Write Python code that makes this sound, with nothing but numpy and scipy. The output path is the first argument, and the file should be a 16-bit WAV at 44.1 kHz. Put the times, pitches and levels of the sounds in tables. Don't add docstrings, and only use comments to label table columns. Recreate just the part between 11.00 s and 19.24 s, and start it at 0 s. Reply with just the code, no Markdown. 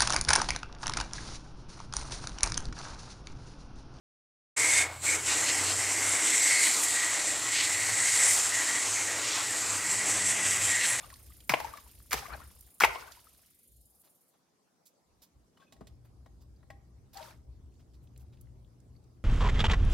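import sys
import numpy as np
from scipy import signal
from scipy.fft import rfft, irfft, next_fast_len
from scipy.io import wavfile
from scipy.ndimage import uniform_filter1d, map_coordinates

SR = 44100
rng = np.random.default_rng(int(sys.argv[2]) if len(sys.argv) > 2 else 0)


def int16_out(signal):
    q = np.round(np.clip(np.atleast_2d(signal).T, -1, 1) * 32767)
    wavfile.write(sys.argv[1], SR, q.astype(np.int16))


N = 363384


def amp(db):
    return 10 ** (np.asarray(db) / 20)


def unit(x):
    return x / np.sqrt(np.mean(x ** 2) + 1e-20)


def along(points, hz):
    freqs, values = np.transpose(points)
    return np.interp(np.log(hz + 1), np.log(freqs + 1), values)


def fader(points):
    return np.interp(np.arange(N) / SR, *np.transpose(points), left=-150, right=-150)


def wobble(rate):
    return map_coordinates(rng.standard_normal(int(N * rate / SR) + 4), [np.arange(N) * rate / SR])


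def filtered(x, response):
    size = next_fast_len(x.shape[-1] + min(8192, x.shape[-1] // 3))
    return irfft(rfft(x, size) * response(np.fft.rfftfreq(size, 1 / SR)), size)[..., :x.shape[-1]]


def peak(hz, width_hz, order=1):
    return lambda f: (1j * f * width_hz / (hz * hz - f * f + 1j * f * width_hz + 1e-9)) ** order


def band(t, hz, width_hz, order=1):
    return unit(filtered(rng.standard_normal(len(t)), peak(hz, width_hz, order)))


def add(track, start_s, sound):
    slot = track[round(start_s * SR):][:len(sound)]
    slot += sound[:len(slot)]


def fade(t, rise_s, t60_s):
    return (1 - np.exp(-t / rise_s)) * amp(-60 * t / t60_s)


def dying(start_s, db, db_per_s, db_per_s2=0):
    since = np.maximum(np.arange(N) / SR - start_s, 0)
    return (1 - np.exp(-since / 0.0025)) * amp(db - db_per_s * since - db_per_s2 * since ** 2)


def grains(count, samples, hz, spread, cycles, size_db):
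    starts = (rng.random((count, 1)) * N).astype(int)
    chance = rng.standard_normal((count, 2))
    pitch_hz = np.clip(hz * np.exp(spread * chance[:, :1]), 300, 15000)
    turns = pitch_hz * np.arange(samples) / SR
    shape = np.sin(2 * np.pi * turns) * turns * np.exp(-turns / cycles) * amp(size_db * chance[:, 1:])
    at = starts + np.arange(samples)
    return unit(np.bincount(at.ravel(), shape.ravel(), N)[:N])


# freq_hz, likeness
DIFFUSE_IMAGE = [(60, 0.57), (130, 0.24), (290, 1), (640, 0.032), (1410, 0.14), (3100, 0.24), (6820, 0.01),
                 (15000, 0.6)]

def rush(spectrum, patchy_db, image=DIFFUSE_IMAGE):
    bins = signal.stft(rng.standard_normal((2, N)), nperseg=512)[2]
    patches = uniform_filter1d(uniform_filter1d(rng.standard_normal(bins.shape[1:]), 6, 0), 8, 1)
    pair = signal.istft(bins * amp(patchy_db * unit(patches)), nperseg=512)[1][:, :N]
    angle = lambda hz: np.arccos(np.clip(along(image, hz), -1, 1)) / 2
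    colour = lambda hz: amp(along(spectrum, hz)) * [np.cos(angle(hz)), np.sin(angle(hz))]
    mid, side = filtered(pair, colour)
    return np.array([mid + side, mid - side]) / mid.std()


# freq_hz, gain_db
GURGLE_EQ = [(150, -53.5), (250, -23), (426, -7), (807, -4.5), (1050, -4.5), (1270, -6.5), (2270, -8),
             (2510, -12), (4000, -21), (5200, -51.5), (8800, -120)]
# freq_hz, gain_db
SPRAY_EQ = [(1470, -31), (2500, -7.5), (3920, -2.5), (5110, 0.5), (7530, -9.5), (12600, -6.5),
            (16000, -16.5)]
# freq_hz, likeness
SPRAY_IMAGE = [(2500, .6), (6000, .3), (9000, 0.54), (13000, .9)]
# start_s, gurgle_db
SLOPS = [(0.649, -54), (1.292, -49), (1.945, -48)]
# start_s, thump_db, gurgle_db, spray_db, mist_db
CHOPS = [(0.0, -67, -51.5, -62.5, -63), (0.495, -29, -43.5, -42.5, -57.5), (1.141, -40.5, -45, -43, -60.5),
         (1.819, -38, -41, -40, -58)]

def splashes():
    dip = cup_dip()
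    churn = amp(-60) * dip + sum(dying(start_s, db, db_per_s=130) for start_s, db in SLOPS)
    shower = amp(-59) * dip
    for start_s, _, gurgle_db, spray_db, mist_db in CHOPS:
        churn += dying(start_s, gurgle_db, db_per_s=112)
        shower += dying(start_s, spray_db, db_per_s=160.5)
        shower += dying(start_s, mist_db, db_per_s=12, db_per_s2=21.5)
    bubbles = grains(count=3000, samples=400, hz=1194, spread=.45, cycles=6.8, size_db=4.0)
    fizz = grains(count=8000, samples=160, hz=5460, spread=0.63, cycles=1.3, size_db=2.5)
    gurgle = .85 * bubbles + 0.61 * rush(GURGLE_EQ, patchy_db=1.0)
    spray = 0.62 * fizz + 0.64 * rush(SPRAY_EQ, patchy_db=1.5, image=SPRAY_IMAGE)
    return churn * amp(4.1 * wobble(35)) * gurgle + shower * amp(2.0 * wobble(45)) * spray


def thumps(end_hz=130, glide_s=0.0061):
    out, t = np.zeros(N), np.arange(SR // 8) / SR
    turns = end_hz * (t + .014 * (1 - np.exp(-t / glide_s)))
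    for start_s, thump_db, *_ in CHOPS:
        add(out, start_s, amp(thump_db) * fade(t, glide_s, .13) * np.sin(2 * np.pi * turns))
    return out


# time_s, level_db
RATTLE_RIDE = [(0.0, -56.5), (2.03, -59.5), (2.49, -62.5), (3.06, -63.5), (3.3, -69), (3.4, -86),
               (3.5, -100)]
# time_s, beats_per_s
RATTLE_TEMPO = [(0, 30.07), (.5, 27.64), (1.6, 26.21), (2.2, 22.8), (2.6, 23.49), (3.1, 19.73), (3.4, 7.71)]
# freq_hz, gain_db
RATTLE_EQ = [(3820, -47), (6500, -13.5), (7030, -7), (7920, -13.5), (8690, -5.5), (8980, -1), (10100, -2),
             (10700, -3.5), (13500, -3.5), (14600, -8.5), (15800, -16)]
# freq_hz, likeness
RATTLE_IMAGE = [(5000, .5), (9000, .7), (13000, .9)]

def rattle():
    beats_per_s = np.interp(np.arange(N) / SR, *np.transpose(RATTLE_TEMPO))
    phase = (.3 + np.cumsum(beats_per_s) / SR) % 1
    throb = 0.35 + 1.2 * (1 - np.exp(-phase / .06)) * np.exp(-phase / 0.24)
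    return amp(fader(RATTLE_RIDE)) * throb * rush(RATTLE_EQ, patchy_db=2.5, image=RATTLE_IMAGE)


# time_s, level_db
RUMBLE_RIDE = [(0.0, -56), (0.64, -55.5), (0.8, -63.5), (0.99, -53.5), (1.05, -63), (1.17, -44),
               (1.28, -65), (1.33, -49.5), (1.67, -61.5), (1.74, -87), (1.88, -44.5), (1.97, -63),
               (2.66, -82), (2.71, -63), (3.26, -103), (3.95, -106), (4.13, -64.5), (4.29, -88.5),
               (4.36, -60.5), (4.61, -89.5), (4.86, -56), (6.22, -58.5), (7.57, -51.5), (7.85, -65),
               (7.89, -53), (8.24, -59)]
# freq_hz, gain_db
RUMBLE_EQ = [(12, -46), (20, -18.5), (43, -6.5), (60, 7), (92, -3.5), (122, -5.5), (140, -10.5), (180, -35),
             (310, -120)]
# freq_hz, likeness
RUMBLE_IMAGE = [(60, .88)]

def low_rumble():
    gain = amp(fader(RUMBLE_RIDE) + 2.2 * wobble(12))
    return gain * rush(RUMBLE_EQ, patchy_db=1.0, image=RUMBLE_IMAGE)


# time_s, level_db
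ROAR_RIDE = [(0.0, -69), (1.1, -73), (1.31, -62.5), (1.63, -74.5), (3.92, -80), (4.86, -66.5), (5.83, -68),
             (6.79, -66), (8.24, -66.5)]
# freq_hz, gain_db
ROAR_EQ = [(59, -33), (100, -9.5), (124, -13.5), (150, -3.5), (329, -10), (535, -19.5), (1500, -41.5),
           (1950, -73.5), (3300, -120)]

def far_roar():
    return amp(fader(ROAR_RIDE) + 0.37 * wobble(5.2)) * rush(ROAR_EQ, patchy_db=0.8)


# freq_hz, gain_db
HISS_EQ = [(240, -35), (400, -4.5), (777, -3.5), (852, -7), (994, -7), (1440, -11), (2250, -12),
           (2470, -14.5), (4950, -14.5), (11600, -23), (16000, -33.5)]

def hiss():
    return amp(-76.5) * rush(HISS_EQ, patchy_db=2.5)


# start_s, level_db, pitch_hz
PLOPS = [(0.028, -46, 1210), (0.042, -41.5, 1200), (0.127, -42.5, 1105), (0.303, -50.5, 1230),
         (0.556, -34.5, 950), (0.571, -30.5, 682), (0.6, -38, 880), (0.61, -30.5, 853), (0.645, -23.5, 906),
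         (0.68, -45.5, 1320), (0.736, -30, 1190), (0.783, -39.5, 1164), (0.864, -51.5, 972),
         (1.19, -42, 880), (1.227, -38, 790), (1.254, -32, 1180), (1.282, -41.5, 687), (1.303, -32.5, 1200),
         (1.328, -37, 1530), (1.417, -39.5, 1440), (1.874, -30.5, 640), (1.892, -29, 1500),
         (1.903, -31.5, 1030), (1.947, -37, 1015), (1.958, -30.5, 1060), (1.979, -39.5, 1060),
         (2.025, -36, 1476), (2.076, -36, 1540), (2.171, -47, 964), (2.269, -46.5, 1303)]

def plops(slap_db=-19.5):
    out, t = np.zeros(N), np.arange(SR // 10) / SR
    for start_s, db, hz in PLOPS:
        bubble = fade(t, 0.0025, 38 / hz) * np.sin(2 * np.pi * hz * (.95 * t + 3 * t * t))
        slap = band(t, 2200, 2500) * fade(t, .001, 0.034)
        add(out, start_s, amp(db) * (bubble + amp(slap_db) * slap))
    return out


# start_s, high_db, high_hz, low_db, low_hz, treble_db
CRACKS = [(0.1023, -52.5, 1995, -58, 1090, -53.5), (0.4949, -20, 2286, -29.5, 616, -29),
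          (0.5034, -26, 1457, -33, 773, -42), (0.5144, -39, 1676, -38, 1250, -39),
          (0.5199, -27.5, 2002, -30, 960, -41), (0.5383, -18.5, 2327, -17, 662, -40),
          (0.6016, -46.5, 2600, -31, 818, -41.5), (0.7732, -45.5, 1556, -52, 1210, -50),
          (1.1097, -36.5, 2225, -44, 509, -38.5), (1.1179, -29.5, 2024, -40.5, 1100, -36),
          (1.1261, -28, 1490, -32.5, 1050, -33), (1.1304, -24.5, 2070, -26, 977, -24.5),
          (1.141, -30, 2134, -28.5, 544, -35), (1.2637, -42, 1960, -48, 1210, -49),
          (1.8025, -34, 1400, -43.5, 1300, -29.5), (1.8071, -18, 1424, -28, 805, -31.5),
          (1.817, -22.5, 2037, -28, 845, -32.5), (1.8226, -21, 2119, -32.5, 1280, -33.5),
          (1.8361, -12, 2099, -27, 923, -37.5), (1.8372, -19, 1889, -18.5, 641, -32.5),
          (1.8424, -16, 2433, -21, 1110, -31.5), (1.8484, -24, 1819, -16.5, 907, -30)]

def ice_cracks(ping_db=-3, knock_db=2.5, sheen_db=-3):
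    out, t = np.zeros(N), np.arange(SR // 8) / SR
    for start_s, high_db, high_hz, low_db, low_hz, treble_db in CRACKS:
        high_colour = lambda f: peak(1900, 2200)(f) * peak(high_hz, 1300, order=2)(f)
        high = unit(filtered(rng.standard_normal(len(t)), high_colour))
        low = band(t, low_hz, 900, order=2)
        spit = band(t, 5000, 5000, order=2)
        sheen = band(t, 12000, 8000, order=2)
        body = (amp(high_db) * high + amp(low_db) * low) * fade(t, 0.00068, 0.036)
        treble = amp(treble_db) * (spit + amp(sheen_db) * sheen) * fade(t, 0.00054, 0.043)
        ping = amp(high_db + ping_db) * fade(t, 0.00061, .022) * np.sin(2 * np.pi * high_hz * t)
        knock = amp(low_db + knock_db) * fade(t, 0.0007, .023) * np.sin(2 * np.pi * low_hz * t)
        add(out, start_s - .001, body + treble + ping + knock)
    return out


# start_s, level_db, colour_hz
SNAPS = [(0.139, -46.5, 4570), (0.404, -51, 3260), (1.608, -44.5, 10510), (0.32, -53, 2460),
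         (1.5033, -60, 2004), (2.12, -44.5, 4975), (3.0156, -53, 12120), (6.1719, -43.5, 4798),
         (6.2146, -48, 4230), (6.2263, -45.5, 3500), (6.7389, -71, 5210), (7.0718, -66.5, 3320),
         (7.1603, -59, 3390), (7.1755, -54.5, 8880), (7.3712, -65, 2730), (7.4106, -52, 11790),
         (7.8013, -64, 5770), (8.0397, -67, 5100)]

def crust_snaps():
    out, t = np.zeros(N), np.arange(SR // 6) / SR
    for start_s, db, hz in SNAPS:
        colour = lambda f: peak(hz, .9 * hz, order=2)(f) + 0.12 * peak(9000, 12000)(f)
        snap = unit(filtered(rng.standard_normal(len(t)), colour))
        add(out, start_s, amp(db) * snap * fade(t, 0.00089, 0.03))
    return out


# time_s, centre_hz, gain_db
SCOOP_SWEEP = [(2.38, 450, 1.5), (2.5, 680, -9.5), (2.75, 1450, -14.5), (3.0, 2190, -6), (3.08, 2500, -4.5)]

def scooped(bed):
    hz, t, bins = signal.stft(bed, SR, nperseg=1024)
    time_s, centre_hz, gain_db = np.transpose(SCOOP_SWEEP)
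    octaves = np.log2((hz[:, None] + 1) / np.interp(t, time_s, centre_hz))
    scoop_db = np.interp(t, time_s, gain_db) * np.exp(-(octaves / 0.9) ** 4)
    return signal.istft(bins * amp(scoop_db), SR, nperseg=1024)[1][:, :N]


# start_s, hold_s, body_db, colour_hz, sheen_db, pat_db
RUSTLES = [(3.039, .045, -76, 4150, -76, -72.5), (3.338, .016, -89, 4550, -88.5, -75),
           (3.858, .018, -62.5, 6050, -63, -84.5), (4.22, .02, -61.5, 4703, -61.5, -71),
           (4.6, 0.045, -75, 3450, -90, -73), (5.049, .015, -86.5, 2615, -75.5, -69.5),
           (5.41, .018, -73, 4820, -77, -81), (6.135, .012, -57.5, 4130, -58.5, -66),
           (6.795, 0.018, -76.5, 3600, -85, -73), (6.937, .018, -73.5, 4500, -86, -80),
           (7.03, 0.02005, -78.5, 8960, -82.5, -86.5), (7.198, .025, -75, 4810, -73, -79.5),
           (7.328, 0.017, -73, 3160, -90, -77.5)]

def rustles(rise_s=0.0036, t60_s=.09):
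    out, t = np.zeros(N), np.arange(SR // 6) / SR
    for start_s, hold_s, body_db, hz, sheen_db, pat_db in RUSTLES:
        stroke = (1 - np.exp(-t / rise_s)) * amp(-60 * np.maximum(t - hold_s, 0) / t60_s)
        grit = rng.standard_normal((3, len(t)))
        grit *= amp(2.0 * rng.standard_normal(len(t) // 40 + 1).repeat(40)[:len(t)])
        body = amp(body_db) * unit(filtered(grit[0], peak(hz, 1.1 * hz, order=2)))
        sheen = amp(sheen_db) * unit(filtered(grit[1], peak(12500, 7000, order=2)))
        pat = amp(pat_db) * unit(filtered(grit[2], peak(400, 730)))
        add(out, start_s - .004, (body + sheen + pat) * stroke)
    return out


# time_s, level_db
HUM_RIDE = [(4.5, -94.5), (4.9, -57.5), (6.6, -64.5), (7.4, -58), (8.24, -64.5)]

def hum(pitch_hz=120):
    turns = pitch_hz * np.arange(N) / SR + 0.081 * wobble(27)
    return amp(fader(HUM_RIDE) + 3.3 * wobble(7.3)) * np.sin(2 * np.pi * turns)


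# start_s, level_db, pitch_hz, swell_s
SWELLS = [(4.57, -64.5, 2970, 0.0039), (4.585, -66.5, 1100, 0.017), (4.6, -72, 3490, 0.0073),
          (4.675, -77.5, 3520, .005), (4.62, -61.5, 1580, 0.0057), (4.665, -73, 2530, 0.011),
          (5.405, -74.5, 4850, .01), (5.56, -71.5, 4700, 0.0043), (6.152, -47, 790, 0.018),
          (6.17, -44, 4500, 0.0013), (6.185, -54.5, 930, 0.022), (6.205, -45.5, 630, 0.0079),
          (6.235, -50.5, 930, 0.013), (6.24, -60.5, 630, 0.01), (7.96, -69.5, 4540, 0.0043)]

def swelling_tones():
    out, t = np.zeros(N), np.arange(SR // 5) / SR
    for start_s, db, hz, swell_s in SWELLS:
        note = np.sin(2 * np.pi * hz * t) + 0.41 * band(t, hz, 0.068 * hz)
        add(out, start_s, amp(db) * note * t / swell_s * np.exp(1 - t / swell_s))
    return out


# pitch_hz, gain_db, t60_s
CUP_MODES = [(635, 11.5, 0.032), (795, -4, 0.26), (1090, -4.5, 0.092), (1660, -3, 0.065), (1913, 4, 0.055),
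             (2234, -15, 0.12), (3180, -32, 0.048), (3740, -18, 0.087)]
# start_s, knock_db, knock_hz, tick_db, ring_db
CLINKS = [(4.573, -63, 1100, -67.5, -75.5), (4.723, -68.5, 630, -53.5, -65.5), (4.764, -68, 622, -71, -73),
          (4.808, -59, 596, -65, -73), (4.87, -72.5, 638, -55.5, -69.5), (5.26, -53.5, 673, -68, -67),
          (5.629, -63.5, 1110, -80, -72), (5.702, -47.5, 1870, -57.5, -52)]

def cup_clinks(landing_s=4.808, thud_db=-43):
    out, t = np.zeros(N), np.arange(SR // 3) / SR
    for start_s, knock_db, knock_hz, tick_db, ring_db in CLINKS:
        ring = sum(amp(db + rng.normal(0, 1.6)) * fade(t, 0.00089, t60_s) * np.sin(2 * np.pi * hz * t)
                   for hz, db, t60_s in CUP_MODES)
        knock = band(t, knock_hz, 1000, order=2) * fade(t, 0.0005, 0.033)
        tick = band(t, 3860, 2900) * fade(t, 0.00088, 0.068)
        add(out, start_s, amp(ring_db) * ring + amp(knock_db) * knock + amp(tick_db) * tick)
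    thud = band(t, 190, 330, order=2) * fade(t, 0.0012, 0.095)
    add(out, landing_s, amp(thud_db) * thud)
    return out


def cup_dip(peak_s=6.175, hold_s=0.0536, rise_db_per_s=451, fall_db_per_s2=902):
    t = np.arange(N) / SR
    before, after = np.maximum(peak_s - t, 0), np.maximum(t - peak_s - hold_s, 0)
    return amp(-rise_db_per_s * before - fall_db_per_s2 * after ** 2)


# time_s, level_db
CRACKLE_RIDE = [(6.4, -110), (6.75, -91), (7.4, -88), (8.24, -96)]

def snow_crackle():
    gain = amp(fader(CRACKLE_RIDE) + 4.02 * wobble(12))
    return gain * grains(count=1500, samples=160, hz=5500, spread=0.74, cycles=1.6, size_db=5)


# freq_hz, t60_s
FOREST_DECAY = [(200, 0.58), (1500, .5), (5000, 0.29), (12000, 0.17)]

def forest_reverb(x):
    hz, t, bins = signal.stft(rng.standard_normal((2, SR // 2)), SR, nperseg=256)
    tail = signal.istft(bins * amp(-60 * t / along(FOREST_DECAY, hz)[:, None]), SR, nperseg=256)[1]
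    predelayed = np.pad(x, (300, 0))[None]
    return signal.fftconvolve(predelayed, tail / np.linalg.norm(tail[0]), axes=1)[:, :N]


# freq_hz, left_over_right_db
PORT_BALANCE = [(60, -0.5), (110, 0.5), (200, 1), (380, 2), (700, 10), (1290, 10), (2380, -1), (4400, -4.5),
                (8120, -10.5), (15000, 2.5)]
# freq_hz, left_lead_rad
PORT_PHASE = [(0, 0), (520, 1.1), (1030, -.2), (1640, .5), (2410, 0), (3880, .3), (5430, -1), (6300, -2.1),
              (9200, -1.7), (12000, -.1), (16400, 0)]

def ports(x):
    left = lambda hz: amp(along(PORT_BALANCE, hz) / 2) * np.exp(.5j * along(PORT_PHASE, hz))
    return filtered(x, lambda hz: np.array([left(hz), 1 / left(hz)]))


def scene():
    close = ice_cracks() + thumps() + plops() + cup_clinks() + swelling_tones()
    close += rustles() + crust_snaps() + snow_crackle()
    level_pan = lambda hz: amp(np.array([[.5], [-.5]]) * along(PORT_BALANCE, hz))
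    water = filtered(splashes(), level_pan)
    foreground = ports(close) + amp(-14.5) * forest_reverb(close) + water + rattle()
    rumble, roar = low_rumble(), far_roar()
    low_end = (rumble + hum()) * amp([[.8], [-.8]])
    return foreground + low_end + scooped(roar + hiss())


def record(dry, top_hz=15850):
    return filtered(dry, lambda hz: hz < top_hz)


dry = scene()
out = record(dry)
int16_out(out)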